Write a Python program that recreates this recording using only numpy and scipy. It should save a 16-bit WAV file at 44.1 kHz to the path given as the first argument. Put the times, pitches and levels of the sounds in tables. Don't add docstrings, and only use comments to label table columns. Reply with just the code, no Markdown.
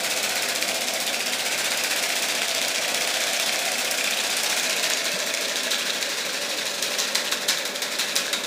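import sys
import numpy as np
from scipy import signal
from scipy.io import wavfile
from scipy.ndimage import uniform_filter1d

SR = 44100
rng = np.random.default_rng(int(sys.argv[2]) if len(sys.argv) > 2 else 0)


def pcm_store(signal):
    levels = np.round(np.clip(np.atleast_2d(signal), -1, 1) * 32767)
    wavfile.write(sys.argv[1], SR, levels.astype(np.int16).T)


def decibels_to_gain(level_db):
    exponent = np.asarray(level_db, float) / 20
    return 10 ** exponent


N = 373086
T = np.arange(N) / SR

# time_s, strokes_done [count]
CRANK = [(-.0293, -1), (1.2593, 19), (1.6409, 25), (1.8371, 28), (2.0247, 31), (2.4806, 38), (2.8143, 43),
         (3.2688, 50), (3.8451, 59), (4.3005, 66), (4.7611, 73), (4.9712, 76), (5.4819, 83), (5.9331, 89),
         (6.329, 94), (6.6553, 98), (6.8258, 100), (8.4947, 120)]
# time_s, gear_whir_db, long_rod_db
GRIP = [(0, 0.5, -1.5), (.5, 1, 1), (.85, 2, -4), (1.2, -0.5, 1), (1.7, -1, 0.5), (2.3, 0.5, -1.5),
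        (3, 1.5, -0.5), (3.6, 2, -1.5), (4.2, -1, 0), (4.8, 1.5, 0), (5.2, 2.5, -3.5), (5.8, -2, -0.5),
        (6.5, -2.5, -5), (7.2, -0.5, -2.5), (7.8, -2, -0.5), (8.46, -4.5, -2.5)]
# frequency_hz, level_db [dB per Hz]
FRAME_SLOW = [(470, -37), (800, -7.5), (1080, -2.5), (1190, -11), (1350, 1.5), (1510, -0.5), (1640, 2),
              (2060, -2.5), (2480, -1.5), (3020, -4), (3930, 0.5), (4610, -2.5), (6780, -5), (12300, -18.5),
              (15600, -18)]


def evened(x):
    return x / np.sqrt(np.mean(x ** 2) + 1e-20)


def read(points, hz):
    f, value = np.transpose(points)
    return np.interp(np.log(hz + 1), np.log(f + 1), value)


def held(curve, order):
    return np.interp(T, *np.transpose(curve)[[0, order]])


def add(mix, s, sound):
    part = mix[round(s * SR):][:len(sound)]
    part += sound[:len(part)]


def colour(x, spectrum):
    log_gain = np.log(decibels_to_gain(read(spectrum, abs(np.fft.fftfreq(4096, 1 / SR)))))
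    taps = np.fft.ifft(np.exp(np.conj(signal.hilbert(log_gain)))).real[:2048]
    return signal.oaconvolve(x, taps / np.linalg.norm(taps))[:len(x)]


def resonate(x, hz, width):
    turn = np.exp(2j * np.pi * np.cumsum(hz * np.ones(N)) / SR)
    r = np.exp(-np.pi * abs(width) / SR)
    smooth = signal.lfilter([(1 - r) ** 2], np.convolve([1, -r], [1, -r]), x / turn)
    return 2 * (turn * smooth).real


def sway(seconds):
    size = round(seconds * SR)
    return evened(uniform_filter1d(uniform_filter1d(rng.standard_normal(N), size=size), size=size))


def grit(per_s, spread_db, hiss):
    size = decibels_to_gain(spread_db * np.minimum(rng.exponential(1, N), 5)) * (rng.random(N) < per_s / SR)
    impacts = evened(size * rng.choice([-1., 1.], N))
    return evened(impacts + hiss * rng.standard_normal(N))


def drive(order):
    # time_s, chatter_db, slap_db, rattle_db [set off by a slap]
    strength = [(0, -26, -33, -25.5), (.7, -28.5, -27, -27.5), (1.2, -29, -35, -29), (1.6, -27, -38, -26.5),
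                (2.2, -26.5, -27, -26.5), (2.7, -26.5, -33.5, -43), (3.3, -25.5, -30.5, -30),
                (3.9, -26.5, -31, -33), (4.5, -25, -30, -30), (5, -28.5, -31.5, -29),
                (5.7, -29.5, -33, -28), (6.4, -29, -37.5, -28), (7.1, -29, -35, -33),
                (7.6, -38, -40, -27.5), (8, -30.5, -47, -29.5), (8.46, -35.5, -45, -32)]
    return held(strength, order)


def crank(strokes_done):
    s, done = np.transpose(CRANK)
    return np.interp(strokes_done, done, s)


def speed():
    rate = SR * np.gradient(np.interp(T, *np.transpose(CRANK)))
    return uniform_filter1d(uniform_filter1d(rate, SR * 2 // 3), SR // 3)


def strokes():
    # time_s, slap_db, rattle_db
    hard_strokes = [(2.614, -30, -31), (2.682, -24.5, -35), (2.9445, -28.5, -35), (3.3317, -27, -33),
                    (3.782, -30, -25), (3.91, -24.5, -23), (4.3678, -26.5, -33), (4.433, -23.5, -34),
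                    (4.5649, -31, -23.5), (4.8283, -30, -21.5), (4.899, -25.5, -25.5), (5.337, -35, -27),
                    (5.409, -33, -26), (5.482, -36, -31), (5.706, -30, -24), (6.011, -33, -27.5),
                    (6.824, -28, -25), (6.9779, -38, -20.5), (7.148, -30, -23.5), (7.3155, -33, -23.5),
                    (7.477, -44, -16), (7.6516, -30.5, -29), (7.819, -30, -26), (7.986, -33, -20.5),
                    (8.155, -26, -18.5), (8.328, -28, -34), (8.4372, -50, -33)]
    # time_s, treble_peak_db
    snaps = [(0.0358, -21), (0.1007, -18), (0.1635, -19), (0.2294, -18), (0.2917, -18), (0.3551, -16),
             (0.4863, -18), (0.551, -16), (0.6135, -20), (0.6796, -18), (0.7432, -20), (0.8081, -21),
             (0.8714, -21), (0.9363, -16), (1.0655, -15), (1.259, -20), (1.3229, -21), (1.5778, -21),
             (1.6442, -19), (1.7065, -21), (1.7729, -19), (1.8367, -16), (2.0253, -16), (2.1545, -18),
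             (2.2223, -16), (2.3496, -19), (2.4164, -25), (2.481, -18), (2.5476, -18), (2.6145, -20),
             (2.6813, -17), (2.9432, -17), (3.0081, -18), (3.074, -18), (3.2036, -19), (3.2685, -19),
             (3.3323, -15), (3.3972, -16), (3.461, -19), (3.5892, -17), (3.6521, -19), (3.717, -17),
             (3.7823, -17), (3.8462, -17), (3.91, -13), (4.1076, -16), (4.3001, -19), (4.368, -14),
             (4.4323, -15), (4.5645, -17), (4.8299, -20), (4.8998, -19), (5.2639, -21), (5.3368, -24),
             (5.4096, -24), (5.5563, -24), (5.6326, -20), (5.7079, -21), (5.8551, -23), (6.0117, -24)]
    # from_s, to_s, chance [0-1], slap_db and rattle_db [relative]
    other_wing = (3.5, 12, 0.17, -16, -17)
    uneven_db, jitter_s = 1.44, 0.00095
    n = np.arange(CRANK[-1][1])
    luck, dice = rng.standard_normal((len(n), 3)), rng.random(len(n))
    s = crank(n) + jitter_s * luck[:, 0]
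    at = np.round(s * SR).astype(int)
    slap = drive(order=2)[at] + uneven_db * luck[:, 1]
    rattling = drive(order=3)[at] + uneven_db * luck[:, 2]
    rows = np.transpose([s, slap, rattling])
    start, end, chance, slap_db, rattle_db = other_wing
    other = np.transpose([crank(n + .5), slap + slap_db, rattling + rattle_db])
    other = other[(s > start) & (s < end) & (dice < chance)]
    for snap_s, peak_db in snaps:
        rows[abs(s - snap_s) < .012, :2] = snap_s, peak_db - 11.5
    rows[[abs(s - hard[0]).argmin() for hard in hard_strokes]] = hard_strokes
    return np.vstack([rows, other])


def handling():
    gusts = sway(3500 / SR)
    deep = signal.sosfilt(signal.butter(2, [40, 95], "band", fs=SR, output="sos"), rng.standard_normal(N))
    return decibels_to_gain(-75 - 1.1 * T + 4 * gusts) * evened(deep)


def reverberation(x):
    # frequency_hz, t60_s
    decay = [(300, 0.08), (2000, 1), (5000, 0.5), (12000, 0.55)]
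    out = np.zeros(N)
    at = np.arange(200, SR - 20, 20)
    for k in range(3):
        taps = np.zeros(SR)
        taps[at + rng.integers(0, 20, len(at))] = rng.choice([-1., 1.], len(at))
        hz, t, z = signal.stft(taps, SR, nperseg=256)
        tail = signal.istft(z * decibels_to_gain(-60 * t / read(decay, hz)[:, None]), SR, nperseg=256)[1]
        turn = np.sqrt(2 / 3) * np.cos(np.pi * (11.3 * T + k / 3))
        out += signal.fftconvolve(x * turn, tail / np.linalg.norm(tail))[:N]
    return out


def bumps():
    # start_s, level_db, pitch_hz, t60_s
    thuds = [
        (5.133, -27, 190, 0.14),
        (5.17, -29, 555, 0.13),
        (5.665, -20, 657, 0.07),
    ]
    out, t = np.zeros(N), T[:SR // 3]
    for s, db, hz, t60 in thuds:
        envelope = decibels_to_gain(db - 60 * t / t60) * (1 - np.exp(-t / 0.0067))
        add(out, s, envelope * np.sin(2 * np.pi * hz * t * (.95 + 1.2 * t)))
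    return out


def hum():
    # time_s, first_partial_db, second_partial_db
    partials = [(0, -61, -62), (.2, -56, -62), (.45, -59, -58), (.6, -59, -50), (1.3, -63, -50),
                (1.45, -66, -60), (1.6, -57, -60), (2.05, -66, -62), (2.3, -60, -58), (3, -61, -62),
                (3.3, -68, -60), (5, -74, -56), (6.2, -76, -54), (7.2, -78, -54), (8.46, -80, -58)]
    wobble = sway(1500 / SR)
    turns = 123.7 * T + .04 * wobble
    out = np.zeros(N)
    for k in (1, 2):
        level_db = held(partials, order=k) + 6 / k - 1 + 1.5 * np.roll(wobble, k * SR)
        out += decibels_to_gain(level_db) * np.sin(2 * np.pi * k * turns)
    return out


def gears():
    # multiple [of stroke rate], level_db, fall_db [lost per stroke/s of slowing]
    mesh = [(33.2, -6, 3), (40.3, -12, 2), (42.3, -9, 2), (44.5, -6, .5), (48.4, -6, -.2)]
    # multiple [of stroke rate], width_hz, level_db
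    growl_bands = [(38.4, 124, -5), (44, 110, -2)]
    # time_s, share [of speed]
    play = [(0, .002), (2, .003), (2.8, .012), (5.6, .014), (6.3, .011), (8.46, .014)]
    # time_s, share [of speed]
    load = [(6.2, -.02), (6.9, 0), (7.1, .025), (7.4, .015), (7.7, -.02), (7.95, .035), (8.2, -.02)]
    wobble = sway(1500 / SR)
    rate = speed()
    slip = (T > 6) * held(load, order=1) + held(play, order=1) * wobble
    done = np.cumsum(rate * (1 + slip)) / SR
    lines, growl = np.zeros(N), np.zeros(N)
    for k, db, fall_db in mesh:
        level_db = db + 3 + fall_db * (rate - 15.5) + 2.5 * np.roll(wobble, round(k * SR))
        lines += decibels_to_gain(level_db) * np.sin(2 * np.pi * k * done)
    for k, width, db in growl_bands:
        growl += decibels_to_gain(db) * evened(resonate(rng.standard_normal(N), k * rate, width))
    return lines + decibels_to_gain(0.5 * (rate - 17.5)) * growl


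def whir():
    # frequency_hz, level_db [dB per Hz]
    rumble = [(15, -74), (25, -41), (86, -20), (237, -3.5), (352, -5), (569, 0.5), (753, -5), (1050, -13.5),
              (1220, -9), (1300, -13.5), (1690, -25.5), (2860, -120)]
    # frequency_hz, width_hz, level_db
    modes = [(200, 28, -5), (250, 32, -6), (307, 14, -3), (400, 30, -8), (578, 36, -8), (650, 30, -9)]
    low = decibels_to_gain(-40.5 + held(GRIP, order=1)) * gears()
    low = low + decibels_to_gain(-38) * colour(rng.standard_normal(N), rumble)
    low = low + sum(decibels_to_gain(db) * resonate(low, hz, width) for hz, width, db in modes)
    return low + hum()


def jolts():
    # start_s, level_db
    clatters = [(5.708, -18.5), (5.895, -23), (6.024, -20), (6.826, -26), (7.15, -15.5), (7.32, -17),
                (7.652, -19.5), (7.756, -29), (7.819, -18.5), (8.329, -15), (8.435, -21)]
    shape, t = np.zeros(N), T[:SR // 10]
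    for s, db in clatters:
        add(shape, s, decibels_to_gain(db - 60 * t / 0.11) * (1 - np.exp(-t / 0.0012)))
    clatter = colour(shape * grit(3000, spread_db=-17.0, hiss=0.66), FRAME_SLOW)
    rod = resonate(clatter, 3800 * (1 + 0.031 * sway(0.028)), 600)
    return decibels_to_gain(-3.5) * (clatter + decibels_to_gain(3.5) * rod)


def knocks():
    # start_s, peak_db, pitch_hz
    one_loose = [(0.0064, -16, 4000), (0.0466, -18, 2400), (0.1121, -21, 4440), (0.1756, -12, 7470),
                 (0.2405, -10, 4010), (0.2515, -19, 2450), (0.3583, -15.9, 2430), (0.3678, -14, 2330),
                 (0.3866, -18, 3210), (0.4235, -24, 6000), (0.432, -13, 2300), (0.4966, -15, 4160),
                 (0.5603, -6, 4460), (0.6254, -6, 4730), (0.6266, -17, 2190), (0.6896, -10, 4180),
                 (0.6959, -17, 2390), (0.7547, -13, 4900), (0.8196, -11, 4740), (0.8845, -8, 5000),
                 (1.0775, -11, 4090), (1.095, -19, 2430), (1.1028, -16, 3450), (1.145, -13, 2630),
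                 (1.2059, -12, 2350), (1.2628, -18, 2610), (1.2703, -11, 5000), (1.3262, -17, 2610),
                 (1.3348, -12.5, 2080), (1.4625, -18, 2110), (1.546, -14, 2180), (1.5897, -23, 2430),
                 (1.6549, -15.3, 5340), (1.7193, -9.5, 4100), (1.7833, -16.0, 4180), (1.8467, -18, 1920),
                 (1.924, -18, 2370), (1.9292, -22, 1890), (1.9658, -20, 2610), (1.9746, -17, 2260),
                 (1.9927, -13, 2370), (2.0327, -15, 5450), (2.0388, -12.5, 2250), (2.1034, -14, 2150),
                 (2.1233, -16, 2370), (2.159, -22, 2350), (2.1677, -18, 4260), (2.193, -20, 3400),
                 (2.288, -14, 2670), (2.2971, -17, 2110), (2.3229, -16.4, 2130), (2.3537, -16.8, 2350),
                 (2.4193, -8, 3420), (2.4323, -15, 2270), (2.4546, -19, 4130), (2.4839, -11, 3450),
                 (2.4926, -12, 5360), (2.514, -13, 4480)]
    # start_s, peak_db, pitch_hz
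    two_loose = [(2.5496, -9, 4950), (2.5817, -12.1, 5100), (2.5886, -12, 3680), (2.6167, -8.5, 3560),
                 (2.6273, -14.8, 5380), (2.6492, -8, 4500), (2.6827, -16, 5020), (2.694, -13.9, 5560),
                 (2.7154, -14, 4200), (2.7522, -11, 2780), (2.7604, -10, 5000), (2.7828, -11, 5230),
                 (2.8483, -16, 2090), (2.8903, -14, 5060), (2.946, -8, 3500), (2.9768, -12, 3120),
                 (3.01, -17, 3490), (3.0214, -9, 5400), (3.0443, -18, 2410), (3.051, -13.6, 3600),
                 (3.075, -11, 2600), (3.106, -12, 3170), (3.1419, -11, 3400), (3.1511, -18, 2630),
                 (3.1731, -14, 2390), (3.239, -8, 6650), (3.2712, -15, 3500), (3.313, -24, 2560),
                 (3.3336, -14, 8800), (3.3453, -13, 6240), (3.3665, -11, 5200), (3.399, -10, 3490),
                 (3.4297, -12, 3800), (3.4943, -10, 2470), (3.5592, -9, 5200), (3.686, -16, 2350),
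                 (3.7296, -21, 3450), (3.7599, -17, 5020), (3.8152, -18, 3900), (3.8482, -20, 5120),
                 (3.857, -19, 2560), (3.9123, -23, 2650), (3.9213, -20, 4890), (3.943, -18, 2350),
                 (3.9877, -11, 5490), (4.01, -11.5, 2580), (4.0442, -12, 3660), (4.0756, -16, 4370),
                 (4.11, -15.1, 5230), (4.174, -16, 2690), (4.2051, -12, 6960), (4.2501, -23, 5000),
                 (4.2706, -18, 2860), (4.3353, -23, 6830), (4.3693, -21, 3770), (4.3798, -16, 6200)]
    # start_s, peak_db, pitch_hz
    slowing = [(4.4002, -14.0, 5190), (4.445, -15, 5530), (4.4665, -11, 5000), (4.474, -19, 3750),
               (4.4996, -13, 4670), (4.5765, -11, 4630), (4.5984, -7.5, 6800), (4.6341, -13, 3660),
               (4.643, -11, 5860), (4.7003, -15, 2700), (4.7088, -10, 3900), (4.73, -10, 5040),
               (4.7383, -17, 3490), (4.776, -15, 2540), (4.7968, -8, 4100), (4.8044, -16, 4070),
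               (4.8337, -13, 2600), (4.8423, -7, 4230), (4.8675, -13, 6760), (4.9017, -12.1, 3500),
               (4.936, -6.5, 6540), (4.9722, -13.5, 2540), (5.0072, -19, 2050), (5.0576, -22, 6850),
               (5.082, -14, 2430), (5.119, -16, 5600), (5.191, -14, 5500), (5.2027, -14, 6930),
               (5.2276, -14.4, 2400), (5.3025, -14, 4440), (5.3404, -8, 6660), (5.3495, -11, 5210),
               (5.374, -13, 2350), (5.449, -12, 3960), (5.456, -15, 3830), (5.4965, -14.9, 3510),
               (5.5205, -15, 3880), (5.5585, -10, 3700), (5.571, -15, 5400), (5.5887, -15, 3480),
               (5.5954, -15, 3770), (5.6335, -16.9, 5070), (5.6703, -18, 5000), (5.7107, -11, 5100),
               (5.716, -13, 3800), (5.72, -15, 4900), (5.7245, -13, 4000), (5.745, -9, 3820),
               (5.7955, -19, 3720), (5.8737, -16.8, 5340), (5.898, -15, 3850), (5.9051, -11, 3830),
               (6.0272, -8, 4410), (6.1075, -19, 2370), (6.21, -18, 3700), (6.3443, -17, 5340),
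               (6.4277, -23, 4780), (6.5883, -23, 6700), (6.6684, -13, 6830)]
    # start_s, peak_db, pitch_hz
    at_low_speed = [(6.7537, -22, 4720), (6.7651, -22, 3920), (6.8273, -7, 5400), (6.9417, -16, 3980),
                    (6.99, -10.8, 3950), (7.0018, -7, 6500), (7.01, -19, 3490), (7.0219, -15.8, 3730),
                    (7.0519, -18, 4350), (7.1543, -3, 4020), (7.1575, -9, 8200), (7.1608, -14.5, 5040),
                    (7.2535, -18, 12100), (7.2697, -14, 3830), (7.276, -14, 3190), (7.284, -14, 3900),
                    (7.319, -17, 5100), (7.324, -9, 4010), (7.335, -14, 3530), (7.4327, -18, 1760),
                    (7.4814, -20, 4840), (7.4868, -7, 3880), (7.4905, -11, 4100), (7.4958, -13, 4160),
                    (7.5032, -16, 4160), (7.5223, -17, 3810), (7.5742, -11, 3700), (7.586, -18, 14000),
                    (7.6167, -24, 1970), (7.658, -15, 3790), (7.7607, -14, 3620), (7.821, -18, 3750),
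                    (7.9247, -17, 5080), (7.9466, -19, 3400), (7.9541, -17, 3980), (7.9913, -16, 4030),
                    (8.0042, -13, 3680), (8.0116, -13, 3600), (8.018, -19, 3940), (8.095, -17, 4330),
                    (8.1145, -18, 3750), (8.1577, -21, 3770), (8.1639, -1, 5230), (8.1715, -15, 4290),
                    (8.1763, -14, 6500), (8.195, -15.0, 3920), (8.2578, -26, 3600), (8.2673, -12, 3830),
                    (8.2812, -16, 1660), (8.3325, -15, 2980), (8.3375, -13, 2300), (8.4386, -17, 3960)]
    # frequency_hz, level_db [dB per Hz]
    crack_spectrum = [(1000, -12), (2000, -7.5), (3000, -6.5), (6000, 4), (8000, 0), (11000, -14),
                      (15000, -28)]
    ring_db, second_db = -3.5, -10
    rise_cycles = 1.15
    rows = [*one_loose, *two_loose, *slowing, *at_low_speed]
    cracks, rings, t = np.zeros(N), np.zeros(N), T[:SR // 60]
    luck = rng.random((len(rows), 2))
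    for (s, db, hz), (other, late) in zip(rows, luck):
        add(cracks, s - .0003, decibels_to_gain([db - 3]))
        add(cracks, s + .0006 * late, -decibels_to_gain([db - 4 - 4 * other]))
        parts = ((hz, ring_db, 0), (2100 * 3.2 ** other, second_db, .0012 * late))
        for part_hz, part_db, lag in parts:
            u = t * part_hz / rise_cycles
            ring = decibels_to_gain(db + part_db) * u * np.exp(1 - u) * np.sin(2 * np.pi * part_hz * t)
            add(rings, s + lag - rise_cycles / part_hz, ring)
    rod_hz = np.interp(speed(), [13, 15], [3850, 2420]) * (1 + .04 * sway(.03))
    return decibels_to_gain(4) * colour(cracks, crack_spectrum) + rings + decibels_to_gain(18) * resonate(cracks, rod_hz, 600)


def pings(per_s, t60):
    rods = [1700, 2200, 2450, 2650, 3480, 3850, 4200, 5200]
    size = decibels_to_gain(3.0 * np.minimum(rng.exponential(1, N), 4)) * (rng.random(N) < per_s / SR)
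    pitch = np.outer(rods, [.93, 1.01, 1.08]).ravel()
    part, t = rng.integers(0, len(pitch), N), T[:SR // 100]
    out = np.zeros(N)
    for k, hz in enumerate(pitch):
        ring = decibels_to_gain(-60 * t / t60) * np.sin(2 * np.pi * hz * t)
        out += signal.oaconvolve(size * (part == k), ring)[:N]
    return evened(out)


def shaking(beats, chatter_db, flare_db, rise, t60):
    kicks, t = np.zeros(N), T[:SR // 4]
    for s, _, db in beats:
        add(kicks, s + 0.0055, decibels_to_gain([2 * (db + flare_db)]))
    flare = (1 - np.exp(-t / rise)) * decibels_to_gain(-2 * 60 * t / t60)
    return np.sqrt(decibels_to_gain(2 * chatter_db) + abs(signal.oaconvolve(kicks, flare)[:N]))


def rattle(beats):
    # frequency_hz, level_db [dB per Hz]
    frame_fast = [(470, -37), (800, -4.5), (917, -7), (1190, -7.5), (1470, -1.5), (1820, -3.5), (2510, -1),
                  (2950, -3.5), (3380, -2), (3780, -2.5), (5230, -4), (7780, -6.5), (12900, -17.5),
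                  (14700, -19), (15600, -9.5)]
    halts = np.zeros(N)
    for s, *_ in beats:
        add(halts, s - .027, signal.windows.hann(round(.032 * SR)))
    hush = decibels_to_gain(-6.0 * halts)
    impacts = hush * (grit(4000, spread_db=2.3, hiss=.8) + .26 * pings(350, t60=.018))
    slow = np.clip((15.1 - speed()) / 1.1, 0, 1)
    body = (1 - slow) * colour(impacts, frame_fast) + slow * colour(impacts, FRAME_SLOW)
    rod = signal.sosfilt(signal.butter(1, [1200, 1900], "band", fs=SR, output="sos"), body)
    body = body + (decibels_to_gain(held(GRIP, order=2)) - 1) * rod
    treble = signal.sosfiltfilt(signal.butter(1, 8200, "high", fs=SR, output="sos"), body)
    chatter_db = drive(order=1)
    treble_db = chatter_db - (1 - slow) - 0.5 * slow
    low_strength = shaking(beats, chatter_db + 0.18, flare_db=-3.0, rise=.007, t60=0.39)
    treble_strength = shaking(beats, treble_db, flare_db=12.5, rise=0.012, t60=0.088)
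    return low_strength * (body - treble) + treble_strength * treble


def slaps(beats):
    # frequency_hz, level_db [dB per Hz]
    film = [(2500, -30), (5000, 24), (7000, 21), (10000, 18.5), (13000, 14), (15100, 15), (15900, -17)]
    shape, t = np.zeros(N), T[:SR // 30] / 0.0011
    for s, db, _ in beats:
        add(shape, max(s - .0007, 0), decibels_to_gain(db + 11.0) * t ** 2 * np.exp(-t))
    return colour(shape * grit(4000, spread_db=3.5, hiss=0.92), film)


def scene():
    beats = strokes()
    hits = rattle(beats) + slaps(beats) + knocks() + jolts()
    return (decibels_to_gain(-0.7) * hits + decibels_to_gain(-5.5) * reverberation(hits) + whir() + bumps())[None]


def band_limit(x):
    return signal.sosfilt(signal.butter(12, 15950, fs=SR, output="sos"), x)


def record(dry):
    thin = signal.sosfilt(signal.butter(4, 125, "high", fs=SR, output="sos"), dry) + handling()
    thin = thin + decibels_to_gain(-12) * resonate(thin[0], 15050, 700)
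    inner, edge, top = (signal.firwin(601, hz, window=("kaiser", 7), fs=SR)[None]
                        for hz in (15020, 15270, 15780))
    air = signal.oaconvolve(thin, top - edge, "same")
    bright = np.diff(thin, 4, prepend=np.zeros((1, 4))) ** 2
    power = uniform_filter1d(bright, size=200) / uniform_filter1d(bright, size=20000)
    loud_snaps = 1. * (power > np.quantile(power, .98))
    gate = np.minimum(3 * uniform_filter1d(loud_snaps, size=300), 1)
    ragged = decibels_to_gain(-2 + 3.5 * np.clip(sway(.015), -2.5, 2.5))
    rim = ragged * signal.oaconvolve(thin, edge - inner, "same")
    mix = signal.oaconvolve(thin, inner, "same") + rim + decibels_to_gain(-18) * gate * air
    return band_limit(mix)


dry = scene()
out = record(dry)
pcm_store(out)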